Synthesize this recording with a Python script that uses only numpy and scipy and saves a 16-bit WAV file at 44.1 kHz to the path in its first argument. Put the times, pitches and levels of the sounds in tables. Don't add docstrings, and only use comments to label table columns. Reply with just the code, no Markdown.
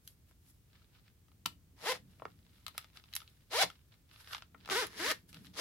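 import sys
import numpy as np
from scipy import signal
from scipy.fft import rfft, irfft
from scipy.io import wavfile

SR = 44100
rng = np.random.default_rng(int(sys.argv[2]) if len(sys.argv) > 2 else 0)


def digitize_waveform(pressure):
    field = np.atleast_2d(pressure).T
    bounded = np.clip(field, -1, 1)
    quanta = np.round(bounded * 32767).astype(np.int16)
    wavfile.write(sys.argv[1], SR, quanta)


N = 247268
TIME = np.arange(N) / SR
FREQS = np.fft.rfftfreq(N, 1 / SR)
SIDES = np.array([[1], [-1]])


# time in seconds, speed in teeth per second.
SLIDER_SPEEDS = [
    [(1.76, 60), (1.82, 165), (1.85, 265), (1.87, 400), (1.9, 524), (1.918, 510), (1.933, 240),
     (1.962, 180), (1.985, 65)],
    [(3.497, 70), (3.521, 285), (3.547, 455), (3.565, 495), (3.6, 750), (3.615, 800), (3.627, 700),
     (3.636, 380), (3.66, 70)],
    [(4.67, 70), (4.699, 120), (4.713, 400), (4.745, 365), (4.765, 465), (4.8, 525), (4.835, 380),
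     (4.86, 205), (4.895, 110)],
    [(4.897, 135), (4.96, 170), (5.0, 320), (5.035, 385), (5.08, 580), (5.105, 655), (5.117, 540),
     (5.127, 200), (5.165, 65)],
    [(5.53, 75), (5.56, 155), (5.58, 270), (5.607, 414)],
]
# buzz in dB, rasp in dB, change of force in dB per second, bite in dB,
# frequency in Hz above which scraping dominates, lead of the left side in seconds,
# lower and upper shell resonance in Hz, gain of the upper one in dB.
PULLS = [(-33.5, -35.5, 14, 0.5, 2300, 5e-5, 550, 2000, -12.5),
         (-32, -31.5, 60, 4, 1700, 8e-5, 563, 4100, -8), (-34, -35, -36, 0, 2350, -7e-5, 375, 1440, 4.5),
         (-35.5, -35, 10, 1.5, 1270, -3e-5, 362, 1680, 5), (-35.5, -33, 30, -0.5, 1400, 0, 480, 1400, -3)]
# frequency in Hz, gain in dB.
ZIPPER_SPECTRUM = [(120, -1.5), (230, 1), (400, -7), (640, -12.5), (900, -9), (1250, -10.5), (1550, -11),
                   (2050, -7.5), (2550, -11.5), (3300, -9.5), (5200, -10.5), (6400, -15.5), (8600, -21),
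                   (10800, -17.5), (16000, -31.5)]
# frequency in Hz, left minus right level in dB.
ZIPPER_BALANCE = [(400, 1.5), (680, 0), (1000, 5), (1600, 0.5), (4000, 3), (10000, -2)]

def zipper(split_hz=2500):
    rate = np.interp(TIME, *np.vstack(SLIDER_SPEEDS).T)
    snaps, scrape = rfft(coloured(dispersed(teeth(rate)), ZIPPER_SPECTRUM))
    balance = amp(SIDES * read(ZIPPER_BALANCE, FREQS) / 2)
    out = np.zeros((2, N))
    for speed, pull in zip(SLIDER_SPEEDS, PULLS):
        buzz_db, rasp_db, db_per_s, bite_db, rough_hz, lead_s, *resonances = pull
        clean = 1 / (1.011 + (FREQS / rough_hz) ** 3.5)
        drive = snaps * np.sqrt(clean) + 1j * scrape * np.sqrt(abs(1 - clean))
        lead = np.exp(1j * np.pi * FREQS * lead_s * SIDES)
        voiced = radiated(irfft(drive * balance * lead, N), *resonances)
        effort = force(speed, db_per_s, bite_db)
        buzz = enveloped(band(voiced, 70, split_hz), effort * speed_gain(rate, power=2.56))
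        rasp = enveloped(band(voiced, split_hz, 18000), effort * speed_gain(rate, power=2.48))
        out += buzz * amp(buzz_db) + rasp * amp(rasp_db)
    return out


# frequency in Hz, left-right correlation.
NEAR_COHERENCE = [(300, 0.96), (650, 0.55), (1100, 0.62), (3000, 0.066), (12000, -0.14)]

def teeth(rate, jitter_cycles=0.011, other_row=0.11, creep_hz=220):
    cycles = np.cumsum(rate) / SR + jitter_cycles * wander(400)
    snaps = tooth_snaps(cycles, uneven_db=2.0) + other_row * tooth_snaps(cycles + 0.5, uneven_db=4.5)
    snaps = evened(snaps / np.sqrt(rate))
    contact = (0.57 + np.exp(-(cycles % 1) / 0.14)) * amp(0.48 * wander(230))
    scrape = evened(paired(contact * rng.standard_normal((2, N)), NEAR_COHERENCE))
    snapping = 1 / np.hypot(1, (creep_hz / rate) ** 2.9)
    return np.array([snapping * snaps + np.sqrt(1 - snapping ** 2) * scrape, scrape])


def tooth_snaps(cycles, uneven_db):
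    at = np.flatnonzero(np.diff(np.floor(cycles)) > 0)
    late = (np.floor(cycles[at + 1]) - cycles[at]) / (cycles[at + 1] - cycles[at])
    size = amp(uneven_db * rng.standard_normal(N))[at]
    return np.bincount(at, size * (1 - late), N) + np.bincount(at + 1, size * late, N)


def speed_gain(rate, power, full_speed_hz=418):
    return 1 / np.hypot(1, (full_speed_hz / rate) ** power)


def force(speed, db_per_s, bite_db, bite_lag_s=0.0091, bite_s=0.017):
    times, teeth_hz = np.transpose(speed)
    since_top = np.clip(TIME, times[0], times[-1]) - times[teeth_hz.argmax()]
    bite = np.exp(-((since_top - bite_lag_s) / bite_s) ** 2)
    return amp(db_per_s * since_top + bite_db * bite) * (TIME > times[0]) * (TIME < times[-1])


def dispersed(x, lag_s=0.001805):
    group_delay = lag_s * np.sqrt(1000 / (FREQS + 100))
    return irfft(rfft(x) * np.exp(-2j * np.pi * np.cumsum(group_delay) * SR / N), N)


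def radiated(x, low_hz, upper_hz, upper_db, damping=0.4, width_hz=500):
    w = 2 * np.pi * low_hz
    x = signal.lfilter(*signal.bilinear([1, 0, 0], [1, damping * w, w * w], SR), x)
    x = band(x, 0.6 * low_hz, 20000, order=2)
    return x + amp(upper_db) * signal.lfilter(*signal.iirpeak(upper_hz, upper_hz / width_hz, SR), x)


# frequency in Hz, width in Hz, level in dB.
TAB_MODES = [(2650, 100, -8.5), (3300, 140, 7.5), (4020, 500, 8.5), (5000, 2100, -3.5), (11110, 540, -3.5),
             (11200, 370, 0.5)]
SHELL_MODES = [(670, 390, -13), (1337, 190, 8.5), (3440, 1600, 2.5), (4770, 790, -5), (10400, 11000, -4)]
# lower edge in Hz, upper edge in Hz.
CLICK_BANDS = [(300, 1800), (1800, 6500), (6500, 16000)]
# start in seconds, knock, clack and tick levels in dB,
# left minus right level in dB.
CLICKS = [(0.076, -75, -50.5, -47, 1), (0.311, -68.5, -75, -75, 8), (0.817, -71, -81, -85, 4),
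          (1.283, -71.5, -71, -85, 3), (1.317, -70.5, -70.5, -85, 3.5), (1.457, -41.5, -40.5, -56, 5),
          (1.4596, -37, -29.5, -34.5, 3.5), (2.197, -58, -65.5, -86, 8), (2.221, -41.5, -82, -83, 3.5),
          (2.253, -37.5, -53.5, -82, -0.5), (2.665, -48, -39.5, -48.5, 5.5),
          (2.681, -49.5, -44.5, -48, 3.5), (2.749, -58.5, -78, -83, 5), (2.779, -43, -36.5, -38, 1),
          (2.844, -59, -57, -69, 6), (2.972, -63.5, -49.5, -61.5, 5), (3.039, -66.5, -57.5, -77, 3),
          (3.128, -63, -54, -66, 9), (3.137, -79, -41, -50, -2), (3.153, -58, -44, -35.5, -3),
          (3.164, -47, -35.5, -34, -1), (3.203, -62, -52, -67, 3), (3.217, -56.5, -57, -76, 8),
          (3.277, -95, -55.5, -74, -1), (3.643, -53, -47, -59, 2), (3.701, -50, -49, -60, 1.5),
          (4.332, -46, -40, -63, -2), (4.347, -40.5, -38, -61, 0), (4.381, -55, -51, -72, 2),
          (4.422, -50.5, -49, -79, 1.5), (4.546, -52.5, -74, -80, 5), (4.658, -59, -52.5, -62, -2),
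          (4.676, -49.5, -52, -65, 4), (4.689, -40, -52, -58, 1), (4.699, -38.5, -37, -54, 6),
          (4.723, -36, -37, -50, -8), (4.868, -62, -50.5, -47, -9), (5.115, -44, -38, -37.5, 0),
          (5.329, -65, -54.5, -63, 0), (5.344, -66, -50.5, -61, 3), (5.453, -79, -58, -70, -3),
          (5.468, -91, -56.5, -74, 9), (5.54, -81, -57.5, -69, 1)]

def clicks(chatter_s=0.0021, grit=0.78, metal_db=9, thin_hz=1120):
    t = np.arange(SR // 25) / SR
    out = np.zeros((2, N + len(t)))
    for start_s, *levels_db, pan_db in CLICKS:
        knock_db, clack_db, tick_db = levels_db
        metal = 1 / (1 + amp(2 * (metal_db + knock_db - tick_db)))
        ring = metal * ringing(TAB_MODES, t) + (1 - metal) * ringing(SHELL_MODES, t)
        ring = band(ring, thin_hz / (1 + amp(knock_db - clack_db - 8.5)), 15000)
        chatter = grit * rng.standard_normal((3, len(t))) * np.exp(-t / chatter_s)
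        shared, left, right = chatter + (t == 0)
        for (lo, hi), db, spread in zip(CLICK_BANDS, levels_db, (0.45, 1.3, 2.5)):
            blow = shared + spread * np.array([left, right])
            part = band(signal.fftconvolve(blow, ring[None])[:, :len(t)], lo, hi)
            part /= np.sqrt(np.mean(part[:, :SR // 250] ** 2, axis=1, keepdims=True))
            out[:, int(start_s * SR):][:, :len(t)] += part * amp(db + SIDES * pan_db / 2)
    return out[:, :N]


def ringing(modes, t):
    ring = sum(amp(db) * width * np.exp(-np.pi * width * t) * np.sin(2 * np.pi * hz * t)
               for hz, width, db in modes)
    return ring / np.linalg.norm(ring)


# frequency in Hz, gain in dB.
FABRIC_SPECTRUM = [(400, -8.5), (1200, 1), (2400, 1.5), (3800, 3), (5400, 1.5), (6600, -7.5), (9000, -19.5),
                   (11700, -10), (15500, -30)]
# peak time, rise and fall in seconds, crinkle in dB, hiss in dB.
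RUBS = [(0.09, 0.078, 0.077, -71.5, -64), (0.29, 0.037, 0.056, -70, -71.5), (0.485, 0.1, 0.12, -76, -67.5),
        (0.76, 0.1, 0.17, -67.5, -82), (0.96, 0.058, 0.073, -62.5, -80), (1.08, 0.091, 0.038, -68, -85),
        (2.11, 0.12, 1, -73.5, -80), (2.54, 0.19, 1, -71.5, -77), (2.8, 0.12, 0.09, -57.5, -67),
        (2.96, 0.029, 0.072, -56.5, -66), (3.169, 0.36, 0.64, -68.5, -73.5),
        (3.69, 0.034, 0.25, -68.5, -77), (3.935, 0.043, 0.13, -70, -79.5), (4.135, 0.057, 0.15, -60.5, -70),
        (4.205, 0.076, 0.12, -59, -64.5), (4.335, 0.11, .085, -47.5, -55), (4.66, 0.12, 0.049, -61, -74),
        (5.195, .03, .04, -72, -70), (5.292, 0.018, 0.058, -62.5, -61), (5.35, 0.037, 0.1, -57.5, -67),
        (5.46, 0.17, 0.12, -63, -66.5)]

def fingers(cracks_per_s=70, crack_s=0.0012, creak_db=1):
    cracks = (rng.random(N) < cracks_per_s / SR) * amp(7.9 * np.minimum(rng.exponential(1, N), 2))
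    bursts = evened(signal.lfilter([1], [1, -np.exp(-1 / (crack_s * SR))], cracks))
    pressure = amp(2 * wander(60))
    grain = paired(rng.standard_normal((2, N)), NEAR_COHERENCE)
    crinkle = evened(band(coloured((pressure + bursts) * grain, FABRIC_SPECTRUM), 400, 4600))
    hiss = evened(band(coloured(pressure * grain, FABRIC_SPECTRUM), 8000, 14000))
    rubs = np.array(RUBS)
    power = np.array([swell(*timing) for timing in rubs[:, :3]]) ** 2
    crinkle_gain, hiss_gain = np.sqrt(amp(rubs[:, 3:].T) ** 2 @ power)
    creak = evened(band(crinkle, 1050, 2000)) * crinkle_gain ** 2 / crinkle_gain.max()
    return crinkle * crinkle_gain + hiss * hiss_gain + creak * amp(creak_db)


def swell(peak_s, rise_s, fall_s, depth_db=22.5):
    return amp(-depth_db * np.maximum((peak_s - TIME) / rise_s, (TIME - peak_s) / fall_s))


# start in seconds, level in dB.
THUDS = [(1.456, -51), (2.262, -63), (3.639, -52), (4.548, -70), (5.35, -64.5), (5.468, -67)]
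# peak time, rise and fall in seconds, level in dB.
TURNS = [(2.1, 1.5, 1.2, -67), (4.7, .4, 1.4, -64), (5.42, 0.27, 0.32, -64)]

def shell_boom(ring_s=0.027, low_hz=100, high_hz=245):
    jolts = sum(amp(db) * (TIME >= s) * np.exp(-abs(TIME - s) / ring_s) for s, db in THUDS)
    turning = sum(amp(db) * swell(*timing) for *timing, db in TURNS)
    push = rng.standard_normal(N) * (jolts + turning)
    return band(push, low_hz, high_hz, order=2) * np.sqrt(SR / 2 / (high_hz - low_hz))


# frequency in Hz, time to fall 60 dB in seconds.
ROOM_DECAY = [(800, 0.15), (3500, 0.18), (8000, 0.16), (15000, 0.18)]

def room(x, bounce_s=0.0082):
    t = np.arange(SR // 2) / SR
    hz, frame_s, spectra = signal.stft(rng.standard_normal((2, len(t))), SR, nperseg=256)
    decay = amp(-60 * frame_s / read(ROOM_DECAY, hz)[:, None])
    tail = signal.istft(spectra * decay, SR, nperseg=256)[1][:, :len(t)]
    tail *= np.minimum(t / 0.0018, 1)
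    bounce = rng.standard_normal(tail.shape) * np.exp(-abs(t - bounce_s) / 0.0052)
    response = amp(-12) * tail / np.linalg.norm(tail[0]) + amp(-14) * bounce / np.linalg.norm(bounce[0])
    reflected = signal.fftconvolve(x, response, axes=1)[:, :N]
    return coloured(reflected, [(400, 5), (1200, 2.5), (3500, 1), (12000, 0.5)])


# frequency in Hz, relative spectral density in dB.
NOISE_SPECTRUM = [(12, -48), (20, -22.5), (81, -2), (172, -14.5), (198, -17), (357, -24), (678, -33.5),
                  (976, -35.5), (1570, -35.5), (11100, -38.5), (16000, -36)]
# frequency in Hz, left-right correlation.
NOISE_COHERENCE = [(250, 0.89), (800, 0.2), (2500, 0.06)]

def room_noise(level_db=-65):
    noise = coloured(paired(rng.standard_normal((2, N)), NOISE_COHERENCE), NOISE_SPECTRUM)
    return amp(level_db) * evened(noise)


def amp(db):
    return 10 ** (np.asarray(db) / 20)


def evened(x):
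    return x / np.sqrt(np.mean(x ** 2) + 1e-20)


def read(points, hz):
    f, value = np.transpose(points)
    return np.interp(np.log(hz + 1), np.log(f + 1), value)


def band(x, lo_hz, hi_hz, order=3):
    sections = signal.butter(order, [lo_hz, min(hi_hz, 0.49 * SR)], "band", fs=SR, output="sos")
    return signal.sosfilt(sections, x)


def coloured(x, points):
    log_gain = np.log(amp(read(points, abs(np.fft.fftfreq(N, 1 / SR)))))
    response = np.exp(np.conj(signal.hilbert(log_gain)))[:len(FREQS)]
    return irfft(rfft(x) * response, N)


def paired(x, coherence):
    a, b = rfft(x)
    angle = np.arccos(np.clip(read(coherence, FREQS), -1, 1)) / 2
    return irfft(a * np.cos(angle) + SIDES * b * np.sin(angle), N)


def wander(rate_hz):
    return evened(irfft(rfft(rng.standard_normal(N)) * np.exp(-(FREQS / rate_hz) ** 2), N))


def enveloped(x, gain):
    return x * gain * np.sqrt(np.mean(gain ** 2) / np.mean((x * gain) ** 2))


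def scene():
    near = zipper() + clicks() + fingers() + shell_boom()
    return near + room(near) + room_noise()


def record(dry):
    low_pass = signal.firwin(511, 16000, window=("kaiser", 9), fs=SR)
    return signal.oaconvolve(dry, low_pass[None], "same")


dry = scene()
out = record(dry)
digitize_waveform(out)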